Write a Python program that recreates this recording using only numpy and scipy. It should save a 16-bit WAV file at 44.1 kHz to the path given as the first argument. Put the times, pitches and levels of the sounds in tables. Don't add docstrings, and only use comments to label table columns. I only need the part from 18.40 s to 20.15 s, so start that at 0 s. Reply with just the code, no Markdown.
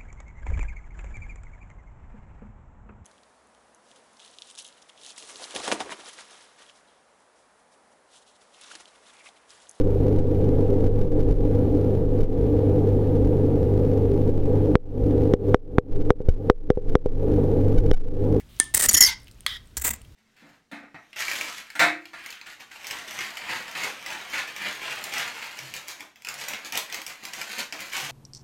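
import sys
import numpy as np
from scipy import signal
from scipy.fft import rfft, irfft
from scipy.io import wavfile
from scipy.ndimage import uniform_filter1d

SR = 44100
rng = np.random.default_rng(int(sys.argv[2]) if len(sys.argv) > 2 else 0)


def generate_wav(signal):
    frames = np.transpose(np.atleast_2d(signal))
    scaled = np.clip(frames, -1, 1) * 32767
    pcm = np.round(scaled).astype(np.int16)
    wavfile.write(sys.argv[1], SR, pcm)


def level_to_linear(level):
    exponent = np.asarray(level, float) / 20
    return 10 ** exponent


N = 77175

# f/Hz, density/dB
AIR_SPECTRUM = [(12, -28), (20, 0.5), (81, -3), (624, -27), (780, -31), (1530, -30), (1710, -32),
                (3340, -31.5), (16000, -43.5)]
# f/Hz, level/dB
HUM_TONES = [(60, -57.5), (120, -62.5)]
GLIDE_STARTS_S = 0, .202, 1.0665, .672, .09
GLIDE_LENGTHS_S = .03, .115, .104, .065, .105
# level/dB, fall over the length/dB
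GLIDE_LEVELS = [(-47, -22), (-38.5, -22.5), (-32.5, -7.5), (-27, -11.5), (-60.5, 4)]
# f/Hz, density/dB
GLIDE_SPECTRA = [
    [(240, -32), (400, -20.5), (1010, -37), (1930, -6.5), (3530, -19.5), (16000, -24)],
    [(1470, -43.5), (2500, -15.5), (3250, 3.5), (4500, -10.5), (6300, -5), (7500, -10), (9000, 2.5),
     (12400, -27.5), (16000, -34)],
    [(800, -26.5), (1900, -1), (2720, -19), (3150, 2.5), (3750, 1), (4200, -18), (5050, -8.5),
     (5950, -21.5), (16000, -28)],
    [(500, -43), (900, -4), (1250, -19.5), (1570, -3.5), (1750, -18.5), (2100, -0.5), (2570, -11),
     (3110, -2), (9090, -19), (16000, -32)],
    [(1500, -17.5), (3300, -4), (6000, -17.5), (16000, -17)],
]
# t/s, peak level/dB, f/Hz, t60/s
TICKS = [(.165, -46, 6110, .017), (.19, -45.5, 9160, 0.035), (.2413, -27.5, 10200, 0.0072),
         (0.5318, -8, 9800, 0.0029), (.5364, -8.5, 9000, .008), (.594, -23, 9000, 0.0066),
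         (0.548, -14.5, 3200, 0.024), (0.612, -21.5, 3100, .012), (.819, -46.5, 7620, .01),
         (.80, -51.5, 9500, 0.018), (.832, -49, 9580, .01), (.844, -47.5, 9000, .008),
         (0.872, -43, 2914, .02), (0.881, -41.5, 2800, 0.033), (0.913, -38, 8000, 0.0063),
         (.9125, -46, 4500, 0.0088), (0.921, -50.5, 9000, 0.0098), (.945, -52, 6900, .01),
         (.984, -53, 2960, 0.022), (1.007, -35.5, 9000, .008), (1.0063, -46.5, 3020, .012),
         (1.032, -54, 3000, 0.032), (1.257, -54, 9320, 0.007), (1.273, -49.5, 8500, 0.011),
         (1.361, -52, 8500, .004), (1.3694, -14, 7400, 0.012), (1.373, -24.5, 6060, 0.045),
         (1.562, -35, 9000, 0.005), (1.6165, -42, 8680, 0.014), (1.6153, -44, 2500, 0.011),
         (1.648, -46.5, 3120, 0.029), (1.722, -51.5, 3240, .02)]
# f/Hz, level/dB, t60/s
TAP_1_MODES = [(305, -20.5, 0.02), (750, -23, 0.0045), (1410, -17.5, 0.0041), (2120, -10, 0.0089),
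               (2644, -25, 0.023), (3310, -21, 0.039), (3970, -31.5, .01), (4560, -21.5, 0.004),
               (5110, -24, 0.0066), (6230, -9.5, 0.0045), (7376, -9, 0.011), (8950, 8.5, 0.006),
               (10660, -6.5, 0.0068)]
# f/Hz, level/dB, t60/s
TAP_2_MODES = [(1262, -20, 0.025), (1990, -7.5, 0.0085), (3295, -13, 0.028), (4380, -16, .02),
               (8500, -23.5, 0.019), (9920, -17, 0.0086), (13200, -21, .008)]
# t/s, length/s, level/dB, peak place/0-1
LIGHT_SLIPS = [
    (.339, 0.023, -22, 0.23),
    (.366, 0.016, -21, 0.6),
    (.3925, 0.021, -20.5, 0.2),
    (.409, 0.0049, -21, 0.1),
    (.4185, 0.037, -20.5, 0.6),
    (.446, 0.02, -20.5, 0.85),
    (.509, 0.018, -23, 0.1),
]
# t/s, length/s, level/dB, peak place/0-1
HARD_SLIPS = [
    (.485, .016, -10, 0.49),
    (.539, 0.018, -9, 0.33),
    (.566, 0.023, -9, 0.4),
    (.6055, .015, -4.5, 0.13),
    (.6205, 0.0092, -8, 0.59),
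    (.631, 0.012, -12, 0.48),
    (.642, 0.014, -16.5, 0.46),
    (.654, .026, -15.5, .5),
    (.678, 0.03, -25.5, .1),
]
# t/s, length/s, level/dB, peak place/0-1
SECOND_SLIPS = [
    (1.369, 0.018, -29.5, .3),
    (1.395, 0.0085, -40.5, .4),
    (1.4135, 0.015, -31.5, .6),
    (1.435, .008, -37.5, .8),
    (1.442, 0.032, -22.5, .3),
    (1.468, .027, -24.5, .5),
    (1.5045, 0.013, -25, .25),
    (1.533, 0.012, -33.5, .4),
    (1.545, .02, -49, .3),
]
# f/Hz, density/dB
LIGHT_GRIT = [(90, -53.5), (150, -2), (1400, -10.5), (4320, -8.5), (7620, -9.5), (10500, -7), (12400, -15),
              (14000, -17), (16000, 3.5)]
HARD_GRIT = [(88, -55.5), (150, -8), (1390, -44), (1940, -24), (4760, -14), (6910, -16.5), (7770, -2.5),
             (12400, 4.5), (16000, -23.5)]
SECOND_GRIT = [(88, -26), (150, -9.5), (1450, -10.5), (2020, -7), (5360, -20.5), (7620, -2), (11900, -19),
               (14200, -5), (16000, -4.5)]
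# f/Hz, width/Hz, level/dB
LIGHT_RING = [(1890, 150, -10.5), (8000, 680, -8), (8940, 720, -5.5), (14200, 900, -9)]
HARD_RING = [(1980, 250, -10.5), (3176, 170, -11), (4600, 56, -11.5), (6370, 500, -13.5), (9730, 87, -13),
             (12760, 350, -7.5)]
SECOND_RING = [(1609, 30, -16.5), (1960, 160, -17), (7640, 300, -8), (8500, 400, -19), (13970, 690, -7.5)]
# t/s, peak level/dB
LIGHT_SNAPS = [(0.3456, -6), (0.3477, 9), (0.3501, 3), (0.3548, -17.5), (0.3673, -13.5), (0.369, -14),
               (0.3727, -7), (0.3778, -1.5), (0.3933, -16.5), (0.397, -9.5), (0.4016, -4.5),
               (0.4068, -18.5), (0.4111, -14.5), (0.4198, -16.5), (0.4232, -4.5), (0.4258, -5),
               (0.43, -4.5), (0.4388, -5), (0.4433, -13), (0.4468, -13), (0.4556, -17.5), (0.4589, -9.5),
               (0.4605, -6.5), (0.4631, -11)]
SECOND_SNAPS = [(1.3799, -16.5), (1.3983, -22), (1.4147, -21.5), (1.4192, -14), (1.4239, -15.5),
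                (1.4405, -23.5), (1.4442, -11), (1.4481, -11), (1.4533, -14.5), (1.458, -17.5), (1.46, -13),
                (1.4656, -14), (1.4705, -12.5), (1.4721, -15), (1.4784, -11.5), (1.481, -20),
                (1.4863, -19.5), (1.4924, -10.5), (1.5054, -17.5), (1.5071, -18), (1.5088, -19),
                (1.5108, -15), (1.5346, -22.5), (1.5393, -24)]
# t/s, low mode f/Hz, high mode f/Hz, high minus low/dB, level/dB
SQUEAL_TRACK = [
    (0.484, 5820, 6954, 7.5, -1.5),
    (0.546, 5772, 6860, 6, -5),
    (.56, 5408, 6900, -4, -3.5),
    (.585, 5446, 6810, -1, -7.5),
    (0.611, 5700, 7000, 6, -4.5),
    (0.629, 5424, 6370, -7.5, -2.5),
    (0.649, 5408, 6390, -11.5, 3),
    (.664, 4870, 6160, -2, -3),
    (.678, 4530, 5990, -1, -4),
]
# t/s, f/Hz, level/dB
FRAME_TRACK = [
    (0.553, 1850, -26.5),
    (0.58, 1933, -30.5),
    (.597, 1960, -35.5),
    (0.622, 1993, -21),
    (0.644, 2033, -25.5),
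    (.67, 2135, -41.5),
    (0.697, 2132, -32),
    (0.732, 2030, -37.5),
    (.745, 1960, -61),
]
# t/s, peak level/dB, f/Hz, length/s
THUDS = [(0.345, -32, 67, 0.054), (0.479, -26.5, 73, 0.026), (0.492, -35.5, 220, 0.049),
         (0.537, -27, 84, 0.029), (.543, -29, 305, 0.031), (.605, -35, 73.3, 0.031),
         (.606, -31, 259.2, 0.012), (1.374, -33.5, 64.8, 0.19), (1.443, -33.5, 69.1, 0.041),
         (1.488, -36, 68.3, 0.13), (1.502, -39.5, 217.2, 0.062)]
# f/Hz, t60/s
ROOM_T60 = [(500, .45), (2000, .33), (5000, .28), (9000, .17), (15000, .07)]

CHIP_FROM_HZ = 4500


def evened(x):
    return x / np.sqrt(np.mean(x ** 2) + 1e-20)


def read(points, hz):
    f, value = np.transpose(points)
    return np.interp(np.log(hz + 1), np.log(f + 1), value)


def add(mix, s, sound):
    part = mix[round(s * SR):][:len(sound)]
    part += sound[:len(part)]


def colour(x, spectrum):
    level_db = read(spectrum, abs(np.fft.fftfreq(4096, 1 / SR)))
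    log_gain = np.log(level_to_linear(np.maximum(level_db, -100)))
    taps = np.fft.ifft(np.exp(np.conj(signal.hilbert(log_gain)))).real[:2048]
    return signal.oaconvolve(x, taps / np.linalg.norm(taps))[:len(x)]


def resonate(x, hz, width_hz):
    turn = np.exp(2j * np.pi * np.cumsum(hz * np.ones(len(x))) / SR)
    r = np.exp(-np.pi * width_hz / SR)
    ringing = turn * signal.lfilter([1], [1, -r], x / turn + 1e-18)
    return np.sqrt(2 * (1 - r * r)) * ringing.real


def air():
    level_db = -51
    t = np.arange(N) / SR
    hum = sum(level_to_linear(db) * np.sqrt(2) * np.sin(2 * np.pi * hz * t) for hz, db in HUM_TONES)
    spectrum = rfft(rng.standard_normal(N)) * level_to_linear(read(AIR_SPECTRUM, np.fft.rfftfreq(N, 1 / SR)))
    return level_to_linear(level_db) * evened(irfft(spectrum, N)) + hum


def glides():
    release_s = 0.0067
    out = np.zeros(N)
    t = np.arange(12000) / SR
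    rows = zip(GLIDE_STARTS_S, GLIDE_LENGTHS_S, GLIDE_LEVELS, GLIDE_SPECTRA)
    for start, length, (db, fall_db), spectrum in rows:
        lift_db = 10 * np.maximum(t - length, 0) / release_s
        shape = level_to_linear(db + fall_db * t / length - lift_db)
        add(out, start, shape * colour(rng.standard_normal(len(t)), spectrum))
    return out


def ticks():
    relative_width, ring, fizz = .16, .7, .13
    out = np.zeros(N)
    t = np.arange(2000) / SR
    for s, db, hz, t60 in TICKS:
        noise = rng.standard_normal(len(t))
        burst = ring * resonate(noise, hz, hz * relative_width) + fizz * np.diff(noise, prepend=0)
        add(out, s, level_to_linear(db - 60 * t / t60) * burst)
    return out


TAP_1_S, TAP_2_S = .1995, 1.0638


def taps():
    rise_s, crack_t60_s, longest_t60_s = .0007, .02, .022
    crack_band = signal.butter(2, (930, 9000), "band", fs=SR, output="sos")
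    out = np.zeros(N)
    t = np.arange(SR // 3) / SR
    for s, modes, crack_db in (TAP_1_S, TAP_1_MODES, -11), (TAP_2_S, TAP_2_MODES, -17):
        crack = signal.sosfilt(crack_band, rng.standard_normal(len(t)))
        sound = level_to_linear(crack_db - 60 * t / crack_t60_s) * crack
        for hz, db, t60 in modes:
            sound += level_to_linear(db - 60 * t / min(t60, longest_t60_s)) * np.sin(2 * np.pi * hz * t)
        add(out, s, np.minimum(t / rise_s, 1) * sound)
    return out


def beat():
    level_db, t60_s, rise_s = -26, .22, .003
    t = np.maximum(np.arange(N) / SR - TAP_1_S, 0)
    pair = sum(np.sin(2 * np.pi * hz * t) for hz in (1776.5, 1786.5))
    return np.minimum(t / rise_s, 1) * level_to_linear(level_db - 60 * t / t60_s) * pair


def pressure(slips):
    edge_s, edge_db = .0007, -9
    out = np.zeros(N)
    for start, length, db, peak in slips:
        u = np.arange(0, 1, 1 / (length * SR))
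        peak = np.clip(peak, .02, .98)
        edge = np.minimum(np.minimum(u, 1 - u) * length / edge_s, 1)
        swell = np.minimum(u / peak, (1 - u) / (1 - peak))
        add(out, start, edge * level_to_linear(db + edge_db * (1 - swell)))
    return out


def chips():
    chips_per_s, spread_db, clump_db, clump_s, click_share = 9000, 3, 3.5, .0007, .3
    clumps = evened(uniform_filter1d(rng.standard_normal(N), round(clump_s * SR)))
    size_db = spread_db * np.minimum(rng.exponential(1, N), 3.5) + clump_db * np.minimum(clumps, 1.8)
    struck = rng.random(N) < chips_per_s / SR
    clicks = evened(level_to_linear(size_db) * rng.choice([-1., 1.], N) * struck)
    rub = evened(click_share * clicks + rng.standard_normal(N))
    low_pass = signal.butter(1, CHIP_FROM_HZ, fs=SR, output="sos")
    return clicks + signal.sosfilt(low_pass, rub - clicks), rub


def snaps(rows, db):
    out = np.zeros(N)
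    s, peak_db = np.transpose(rows)
    out[np.round(s * SR).astype(int)] = level_to_linear(peak_db + db) * rng.choice([-1., 1.], len(s))
    return signal.sosfilt(signal.butter(1, CHIP_FROM_HZ, "high", fs=SR, output="sos"), out)


def stroke(drive, grit, ring):
    ringing = sum(level_to_linear(db) * resonate(drive, hz, width) for hz, width, db in ring)
    return colour(drive, grit) + ringing


def thuds(push):
    rumble_hz, rumble_db, smooth_s = 87.5, -35, 0.034
    low = signal.sosfilt(signal.butter(2, rumble_hz, fs=SR, output="sos"), rng.standard_normal(N))
    shake = np.sqrt(abs(uniform_filter1d(push, round(smooth_s * SR))))
    out = level_to_linear(rumble_db) * evened(low) * shake
    for s, db, hz, length in THUDS:
        t = np.arange(0, length, 1 / SR)
        shape = np.sin(np.pi * (t / length) ** 0.19)
        add(out, s, level_to_linear(db) * shape * np.sin(2 * np.pi * hz * t))
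    return out


def squeal(push, rub):
    level_db, width_hz, wobble = -0.5, 320, .03
    lock = 0.52
    s, *curves = np.transpose(SQUEAL_TRACK)
    low_hz, high_hz, tilt_db, db = (np.interp(np.arange(N) / SR, s, c) for c in curves)
    waver = 1 + wobble * evened(uniform_filter1d(rng.standard_normal(N), 150))

    def sing(hz):
        in_step = np.cos(2 * np.pi * np.cumsum(hz) / SR)
        return resonate(push * (rub + lock * in_step), hz, width_hz)

    low = level_to_linear(-tilt_db / 2) * sing(low_hz * waver)
    high = level_to_linear(tilt_db / 2) * sing(high_hz * waver[::-1])
    return level_to_linear(db + level_db) * (low + high)


def frame(rub):
    level_db, width_hz, lock = -17, 210, 0.087
    s, hz, db = np.transpose(FRAME_TRACK)
    t = np.arange(N) / SR
    hz = np.interp(t, s, hz)
    in_step = np.cos(2 * np.pi * np.cumsum(hz) / SR)
    drive = level_to_linear(np.interp(t, s, db, -120, -120) + level_db) * (rub + lock * in_step)
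    return resonate(resonate(drive, hz, width_hz), hz, width_hz)


def room(x):
    tail = np.zeros(SR)
    at = np.arange(200, SR - 20, 20)
    tail[at + rng.integers(0, 20, at.shape)] = rng.choice([-1., 1.], at.shape)
    hz, t, z = signal.stft(tail, SR, nperseg=256)
    decay = level_to_linear(-60 * t / read(ROOM_T60, hz)[:, None])
    tail = signal.istft(z * decay, SR, nperseg=256)[1]
    return signal.fftconvolve(x, tail / np.linalg.norm(tail))[:N]


def scene():
    hard_db, room_db = -9.5, -17
    grain, rub = chips()
    light, hard, second = pressure(LIGHT_SLIPS), pressure(HARD_SLIPS), pressure(SECOND_SLIPS)
    blade = glides() + ticks() + taps()
    blade += stroke(light * grain + snaps(LIGHT_SNAPS, 7.5), LIGHT_GRIT, LIGHT_RING)
    blade += level_to_linear(hard_db) * (stroke(hard * grain, HARD_GRIT, HARD_RING) + squeal(hard, rub))
    blade += frame(rub)
    blade += stroke(second * grain + snaps(SECOND_SNAPS, 6), SECOND_GRIT, SECOND_RING)
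    mix = blade + level_to_linear(room_db) * room(blade) + beat() + thuds(light + hard + second) + air()
    return mix[None]


def band_limit(x):
    return signal.sosfilt(signal.butter(12, 16230, fs=SR, output="sos"), x)


def record(dry):
    edge_hz = 16200
    low_pass = signal.firwin(255, edge_hz, fs=SR)
    mix = signal.oaconvolve(np.clip(dry, -1, 1), low_pass[None], "same")
    return band_limit(mix)


dry = scene()
out = record(dry)
generate_wav(out)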